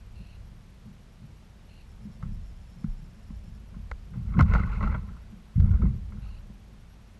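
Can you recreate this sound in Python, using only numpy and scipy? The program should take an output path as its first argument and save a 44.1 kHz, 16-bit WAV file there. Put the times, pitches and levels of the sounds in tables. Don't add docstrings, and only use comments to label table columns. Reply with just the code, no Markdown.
import sys
import numpy as np
from scipy import signal
from scipy.fft import rfft, irfft
from scipy.io import wavfile
from scipy.ndimage import uniform_filter1d

SR = 44100
rng = np.random.default_rng(int(sys.argv[2]) if len(sys.argv) > 2 else 0)


def transcribe(signal):
    frames = np.atleast_2d(signal).T
    limited = np.clip(frames, -1, 1)
    pcm = np.round(limited * 32767).astype(np.int16)
    wavfile.write(sys.argv[1], SR, pcm)


N = 317147
TIME = np.arange(N) / SR
RING_TIME = TIME[:SR]
LN_60_DB = np.log(1000)


# (peak_s, drops_db, fine_spray_db, rise_s, fall_s)
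SPLASHES = [(4.145, -54.5, -82, 0.017, 0.13), (4.385, -41.5, -80, 0.12, .04), (4.555, -31, -54, 0.13, .16),
            (4.73, -38, -58.5, 0.094, .14), (4.84, -37, -59.5, 0.067, .2), (4.95, -36.5, -72, 0.15, .04),
            (5.08, -56, -76, 0.042, .35), (5.68, -50, -80, 0.22, .1), (5.74, -45, -78, 0.045, .09),
            (5.825, -47, -72, 0.02, .13), (6.27, -57.5, -84, 0.18, .25)]
# (mode_hz, relative_db, t60_s)
CASE_MODES = [(326, -14, 0.054), (366, -21, 0.069), (456, -8.5, 0.06), (586, 1.5, 0.013), (653, -9, 0.034),
              (828, -8, 0.027), (1060, -2.5, 0.034), (1302, 1, 0.022), (1408, 0, 0.026), (1523, -4, 0.026),
              (1967, -3.5, 0.013), (2112, 0, 0.015), (2257, -6, 0.0065), (2500, -15.5, 0.0095),
              (2610, -17, 0.0092), (3290, -24, .02), (4050, -31, 0.033)]
# (freq_hz, relative_db)
SPRAY_SPECTRUM = [(300, 14), (1500, -14.5), (2600, 7.5), (3200, -6.5), (4300, -5), (5500, -16), (7000, -15),
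                  (9000, -27), (14000, -40.5)]


def splashes():
    drops_gain = surges([(s, db, rise_s, fall_s) for s, db, _, rise_s, fall_s in SPLASHES])
    spray_gain = surges([(s, db, rise_s, fall_s) for s, _, db, rise_s, fall_s in SPLASHES])
    impacts = rms_one(grains(per_s=2600, spread_db=3.6) * from_db(1.8 * drift(110)))
    air = bubbles(per_s=180, low_hz=702, high_hz=3220, cycles=57, rise=0.034)
    water = through(impacts + from_db(-8) * air, ringing(CASE_MODES, spread_db=0))
    fizz = through(impacts, colour(SPRAY_SPECTRUM))
    drops = from_db(-5) * drops_gain * water / local_rms(water, 0.028)
    spray = from_db(5) * spray_gain * fizz / local_rms(fizz, 0.06)
    return drops + spray


def bubbles(per_s, low_hz, high_hz, cycles, rise):
    out = np.zeros(N)
    t = TIME[:SR // 20]
    for when, smallness, faintness in rng.random((int(per_s * N / SR), 3)):
        hz = low_hz * (high_hz / low_hz) ** smallness
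        age = hz * t / cycles
        tone = np.sin(2 * np.pi * hz * t * (1 + rise * age))
        add(out, when * (N - 2) / SR, tone * np.exp(-LN_60_DB * age), -18 * faintness)
    return rms_one(out)


# (start_s, level_db, stressed_pitch_hz, t60_s)
SLAPS = [(2.229, -44, 1170, 0.09), (3.303, -57, 1020, .032), (3.74, -52.5, 1200, .04),
         (4.135, -48, 1070, 0.023), (4.338, -40, 1420, 0.039), (4.367, -38, 1310, 0.048),
         (4.392, -19.5, 1430, 0.079), (4.408, -22, 1060, 0.015), (4.519, -30.5, 1440, 0.017),
         (4.548, -22, 1350, 0.032), (4.594, -29.5, 1380, 0.041), (4.633, -32.5, 2130, 0.027),
         (4.67, -38.5, 1180, 0.067), (4.806, -29.5, 1000, 0.081), (4.826, -27, 1170, 0.069),
         (4.872, -27, 1170, .05), (4.944, -29, 990, 0.071), (5.082, -48, 1430, 0.094),
         (5.165, -50, 1260, 0.034), (5.817, -37, 1310, 0.036), (5.853, -41.5, 950, 0.031),
         (6.119, -45, 1060, 0.071), (6.169, -53, 1370, 0.034)]
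# (freq_hz, relative_db)
GULP_SPECTRUM = [(200, -15.5), (260, 6.5), (330, -11.5), (450, -1), (680, -2), (900, -4), (1500, -17)]


def slaps():
    out = np.zeros(N)
    spray = colour(SPRAY_SPECTRUM)
    gulp = colour(GULP_SPECTRUM)
    for s, db, hz, t60 in SLAPS:
        cluster = rng.standard_normal(SR) * np.exp(-LN_60_DB * RING_TIME / t60)
        pocket = pitched(cluster, hz, sharpness=4.8, rest_db=-5)
        plop = through(pocket, ringing(CASE_MODES, spread_db=1.65))
        add(out, s, plop + from_db(-25.5) * through(cluster, spray), db - 4.5)
        add(out, s, through(cluster, gulp), 1.32 * db - 0.5)
    return out


# (time_s, level_db, push_pitch_hz, hull_ring_db)
THUMPS = [(2.23, -26, 122, 7.5), (2.842, -20, 179, 7.5), (2.871, -20.5, 32.3, -6), (3.304, -33, 193, 10.5),
          (3.909, -28.5, 56, -5), (4.158, -33, 173, 24), (4.391, -14, 254, -18), (4.404, -8, 126, -2),
          (4.419, -9.5, 71, -14), (4.517, -15, 53.4, -2.5), (4.948, -23, 134, 5.5),
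          (5.557, -14.5, 92, -9.5), (5.577, -12.5, 137, 3.5), (5.594, -8.5, 84, -20),
          (5.63, -13.5, 77, 2.5), (5.707, -11.5, 81.7, -3.5), (5.736, -10.5, 55, -16),
          (5.818, -14.5, 64.6, 4.5), (5.841, -14.5, 127, 13)]
# (mode_hz, relative_db, t60_s)
HULL_MODES = [(32.7, 3.5, 0.66), (47.5, -3.5, 0.75), (59.7, 2, 0.28), (84.2, -4.5, 1), (123.56, 2, 0.35),
              (138.5, 1.5, 0.1), (179.7, -9, 0.13), (203.2, -5, 0.25), (219, 3.5, 0.057),
              (308, -23.5, 0.17), (380, -8, .2)]


def thumps():
    out = np.zeros(N)
    shell = signal.butter(8, 305, "low", fs=SR, output="sos")
    for s, db, hz, ring_db in THUMPS:
        cycles = hz * RING_TIME
        dent = np.sin(2 * np.pi * cycles) * cycles ** 2 * np.exp(-cycles / 0.36)
        ring = through(dent, ringing(HULL_MODES, spread_db=1.5))
        blow = dent + from_db(ring_db - 27) * ring
        add(out, s - 0.003, signal.sosfilt(shell, blow), db - 2)
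    return out


# (start_s, ring_db, contact_pitch_hz, crack_db, damping_time_constant_s)
TICKS = [(2.226, -36.5, 1280, -63, 0.0096), (2.841, -42.5, 1370, -69, 0.013),
         (3.914, -26, 1950, -51.5, 0.0095), (4.391, -22.5, 2050, -45.5, 0.009),
         (4.409, -19, 1150, -39.5, 0.0078), (4.424, -51, 1140, -46.5, 0.007),
         (4.537, -20.5, 1900, -42, 0.011), (4.557, -21.5, 1500, -63, 0.0087),
         (5.602, -42.5, 1310, -52, 0.007), (5.713, -49, 1450, -57, 0.007)]
# (freq_hz, relative_db)
CRACK_SPECTRUM = [(300, 1.5), (900, 20.5), (2000, 9), (4500, 3.5), (7000, -2.5), (8500, -16),
                  (10000, -14.5), (14000, -26)]


def ticks():
    out = np.zeros(N)
    bright = colour(CRACK_SPECTRUM)
    for s, db, hz, crack_db, damping_s in TICKS:
        ring = ringing(CASE_MODES, spread_db=1) * np.exp(-RING_TIME / damping_s)
        add(out, s, pitched(ring, hz, sharpness=2.5, rest_db=-2), db - 7)
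        burst = rng.standard_normal(SR) * np.exp(-RING_TIME / 0.0027)
        add(out, s, through(burst, bright), crack_db + 6)
    return out


# (peak_s, heave_db, rise_s, fall_s)
ROCKINGS = [(.2, -42, 0.75, 0.24), (.39, -42.5, 0.15, 0.48), (1.33, -48.5, 0.13, 0.087),
            (1.95, -46, 0.54, 0.6), (2.29, -33, 0.14, 0.51), (3.36, -37.5, 0.26, 0.24),
            (3.53, -41, 0.13, 0.28), (3.8, -38, 0.23, 0.61), (4.28, -30.5, 0.085, 0.34),
            (4.5, -21, 0.33, 0.37), (4.88, -23.5, 0.38, 0.24), (5.12, -41, .1, 0.44),
            (5.62, -20.5, .05, 0.51), (6.25, -36, 0.24, 0.47), (6.8, -52, .4, .8)]
# (crest_s, lapping_db, length_s)
LAPS = [(0.208, -43.5, 0.1), (0.516, -52.5, 0.57), (0.876, -42, 0.14), (1.238, -43, 0.14),
        (2.06, -37.5, .15), (2.27, -37, 0.25), (2.787, -41, 0.13), (3.024, -46, 0.34), (3.504, -47.5, 0.38),
        (3.766, -41, 0.14), (4.175, -33, 0.2), (4.388, -19.5, .2), (4.556, -27, 0.36), (4.845, -30.5, 0.43),
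        (5.1, -45.5, 0.17), (5.334, -43.5, 0.17), (5.637, -24, 0.13), (5.706, -28.5, 0.13),
        (5.847, -22.5, .19), (6.156, -39.5, 0.28), (6.247, -57, .25), (6.496, -43, 0.11), (6.73, -49, .1)]
# (freq_hz, relative_db)
HEAVE_SPECTRUM = [(12, -24.5), (25, -3.5), (40, 4), (60, 4), (85, -0.5), (105, -6), (140, -31.5)]
LAPPING_SPECTRUM = [(80, -22.5), (115, 0.5), (150, 0.5), (215, 1), (245, -12.5), (285, -22), (400, -24.5),
                    (700, -43)]
CALM_HEAVE_DB, CALM_LAP_DB = -51.5, -58
LAP_RISE_SHARE, LAP_FALL_SHARE = 0.42, 0.68


def swell():
    lap_rows = [(s, db, LAP_RISE_SHARE * length_s, LAP_FALL_SHARE * length_s) for s, db, length_s in LAPS]
    heave_gain = surges(ROCKINGS, calm_db=CALM_HEAVE_DB)
    lap_gain = surges(lap_rows, calm_db=CALM_LAP_DB)
    heave = heave_gain * hull_wash(HEAVE_SPECTRUM, per_s=300, ring_db=-28, even_s=0.04)
    lapping = lap_gain * hull_wash(LAPPING_SPECTRUM, per_s=400, ring_db=-19.5, even_s=0.06)
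    return heave + lapping


def hull_wash(spectrum, per_s, ring_db, even_s):
    pushes = grains(per_s, spread_db=4)
    ring = through(pushes, ringing(HULL_MODES, spread_db=0))
    wash = through(pushes + from_db(ring_db) * ring, colour(spectrum))
    return wash / local_rms(wash, even_s)


# (freq_hz, relative_db)
HISS_SPECTRUM = [(150, 8), (300, -2.5), (600, -5.5), (1200, -9.5), (2800, -14), (5000, -19), (8000, -24.5),
                 (11000, -28.5), (13000, -33.5), (15000, -39)]
HISS_RMS_DB = -59.5
# (pitch_hz, width_hz, level_db)
BUZZ = [(2735, 240, -67), (4190, 360, -71), (10700, 400, -83)]
CHATTER = [(5350, 260, -77.5), (7120, 450, -83), (10200, 410, -87)]
PIPS = [(2835, 90, -89), (5670, 130, -86), (11340, 140, -86)]
# (start_s, end_s)
BUZZ_SPELLS = [(.15, .37), (1.69, 1.83), (6.22, 6.39)]
CHATTER_SPELLS = [(1.83, 3.62)]


def electronics():
    hiss = from_db(HISS_RMS_DB) * rms_one(through(rng.standard_normal(N), colour(HISS_SPECTRUM)))
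    trill = pulsing(per_s=44, uneven=0.15, duty=0.8)
    buzz = whine(BUZZ, during(BUZZ_SPELLS) * trill)
    bursts = during(CHATTER_SPELLS) * pulsing(per_s=11, uneven=0.54, duty=0.45)
    chatter = whine(CHATTER, bursts * pulsing(per_s=115, uneven=0.09, duty=0.45))
    pips = whine(PIPS, pulsing(per_s=13, uneven=0.46, duty=0.21))
    return hiss + buzz + chatter + pips


def whine(partials, gate):
    out = 0
    for hz, width_hz, db in partials:
        wander_cycles = np.cumsum(drift(2.2 * width_hz)) * 0.56 * width_hz / SR
        tone = np.sin(2 * np.pi * (hz * TIME + wander_cycles))
        out = out + from_db(db) * np.sqrt(2) * tone
    return out * uniform_filter1d(gate, size=130)


def during(spells):
    return sum(1.0 * (TIME > start_s) * (TIME < end_s) for start_s, end_s in spells)


def pulsing(per_s, uneven, duty):
    cycles = per_s * np.cumsum(1 + uneven * drift(per_s)) / SR
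    return rms_one(1.0 * (cycles % 1 < duty))


def surges(rows, calm_db=-120):
    power = from_db(calm_db) ** 2
    for peak_s, db, rise_s, fall_s in rows:
        away = np.maximum((peak_s - TIME) / rise_s, (TIME - peak_s) / fall_s)
        power = power + from_db(db - 20 * np.minimum(away, 10)) ** 2
    return np.sqrt(power)


def grains(per_s, spread_db):
    signs = rng.choice([-1, 1], N)
    sizes = from_db(spread_db * np.minimum(rng.exponential(1, N), 4))
    return signs * sizes * (rng.random(N) < per_s / SR)


def ringing(modes, spread_db):
    out = 0
    for k, (hz, db, t60) in enumerate(modes):
        strength = (-1) ** k * from_db(db + spread_db * rng.normal())
        decay = np.exp(-LN_60_DB * RING_TIME / t60)
        out = out + strength * np.sin(2 * np.pi * hz * RING_TIME) * decay
    return out / np.sqrt(np.sum(out ** 2))


def pitched(x, hz, sharpness, rest_db):
    return signal.lfilter(*signal.iirpeak(hz, sharpness, fs=SR), x) + from_db(rest_db) * x


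def colour(points, size=8192):
    hz, db = np.transpose(points)
    log_hz = np.log(np.fft.rfftfreq(size, 1 / SR) + 1)
    beyond = np.abs(log_hz - np.clip(log_hz, np.log(hz[0]), np.log(hz[-1])))
    target_db = np.interp(log_hz, np.log(hz), db) - 20 * beyond
    cepstrum = irfft(np.log(from_db(target_db)))
    cepstrum[1:size // 2] *= 2
    cepstrum[size // 2 + 1:] = 0
    return irfft(np.exp(rfft(cepstrum)))


def through(x, response):
    return signal.fftconvolve(x, response)[:len(x)]


def drift(rate_hz):
    knots = rng.standard_normal(int(rate_hz * N / SR) + 2)
    return rms_one(np.interp(TIME * rate_hz, np.arange(len(knots)), knots))


def add(out, start_s, sound, level_db):
    start = int(start_s * SR)
    piece = sound[:N - start] / local_rms(sound, 0.003).max()
    out[start:start + len(piece)] += from_db(level_db) * piece


def from_db(db):
    return 10 ** (np.asarray(db) / 20)


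def rms_one(x):
    return x / np.sqrt(np.mean(x ** 2) + 1e-20)


def local_rms(x, window_s):
    return np.sqrt(np.abs(uniform_filter1d(x ** 2, int(window_s * SR))) + 1e-14)


def scene():
    water = splashes() + slaps()
    knocks = thumps() + ticks()
    return (water + knocks + swell() + electronics())[None]


CUTOFF_HZ = 14800


def record(dry):
    thinned = signal.sosfilt(signal.butter(2, 20, "high", fs=SR, output="sos"), dry)
    return signal.sosfilt(signal.ellip(10, 0.1, 80, CUTOFF_HZ, fs=SR, output="sos"), thinned)


dry = scene()
out = record(dry)
transcribe(out)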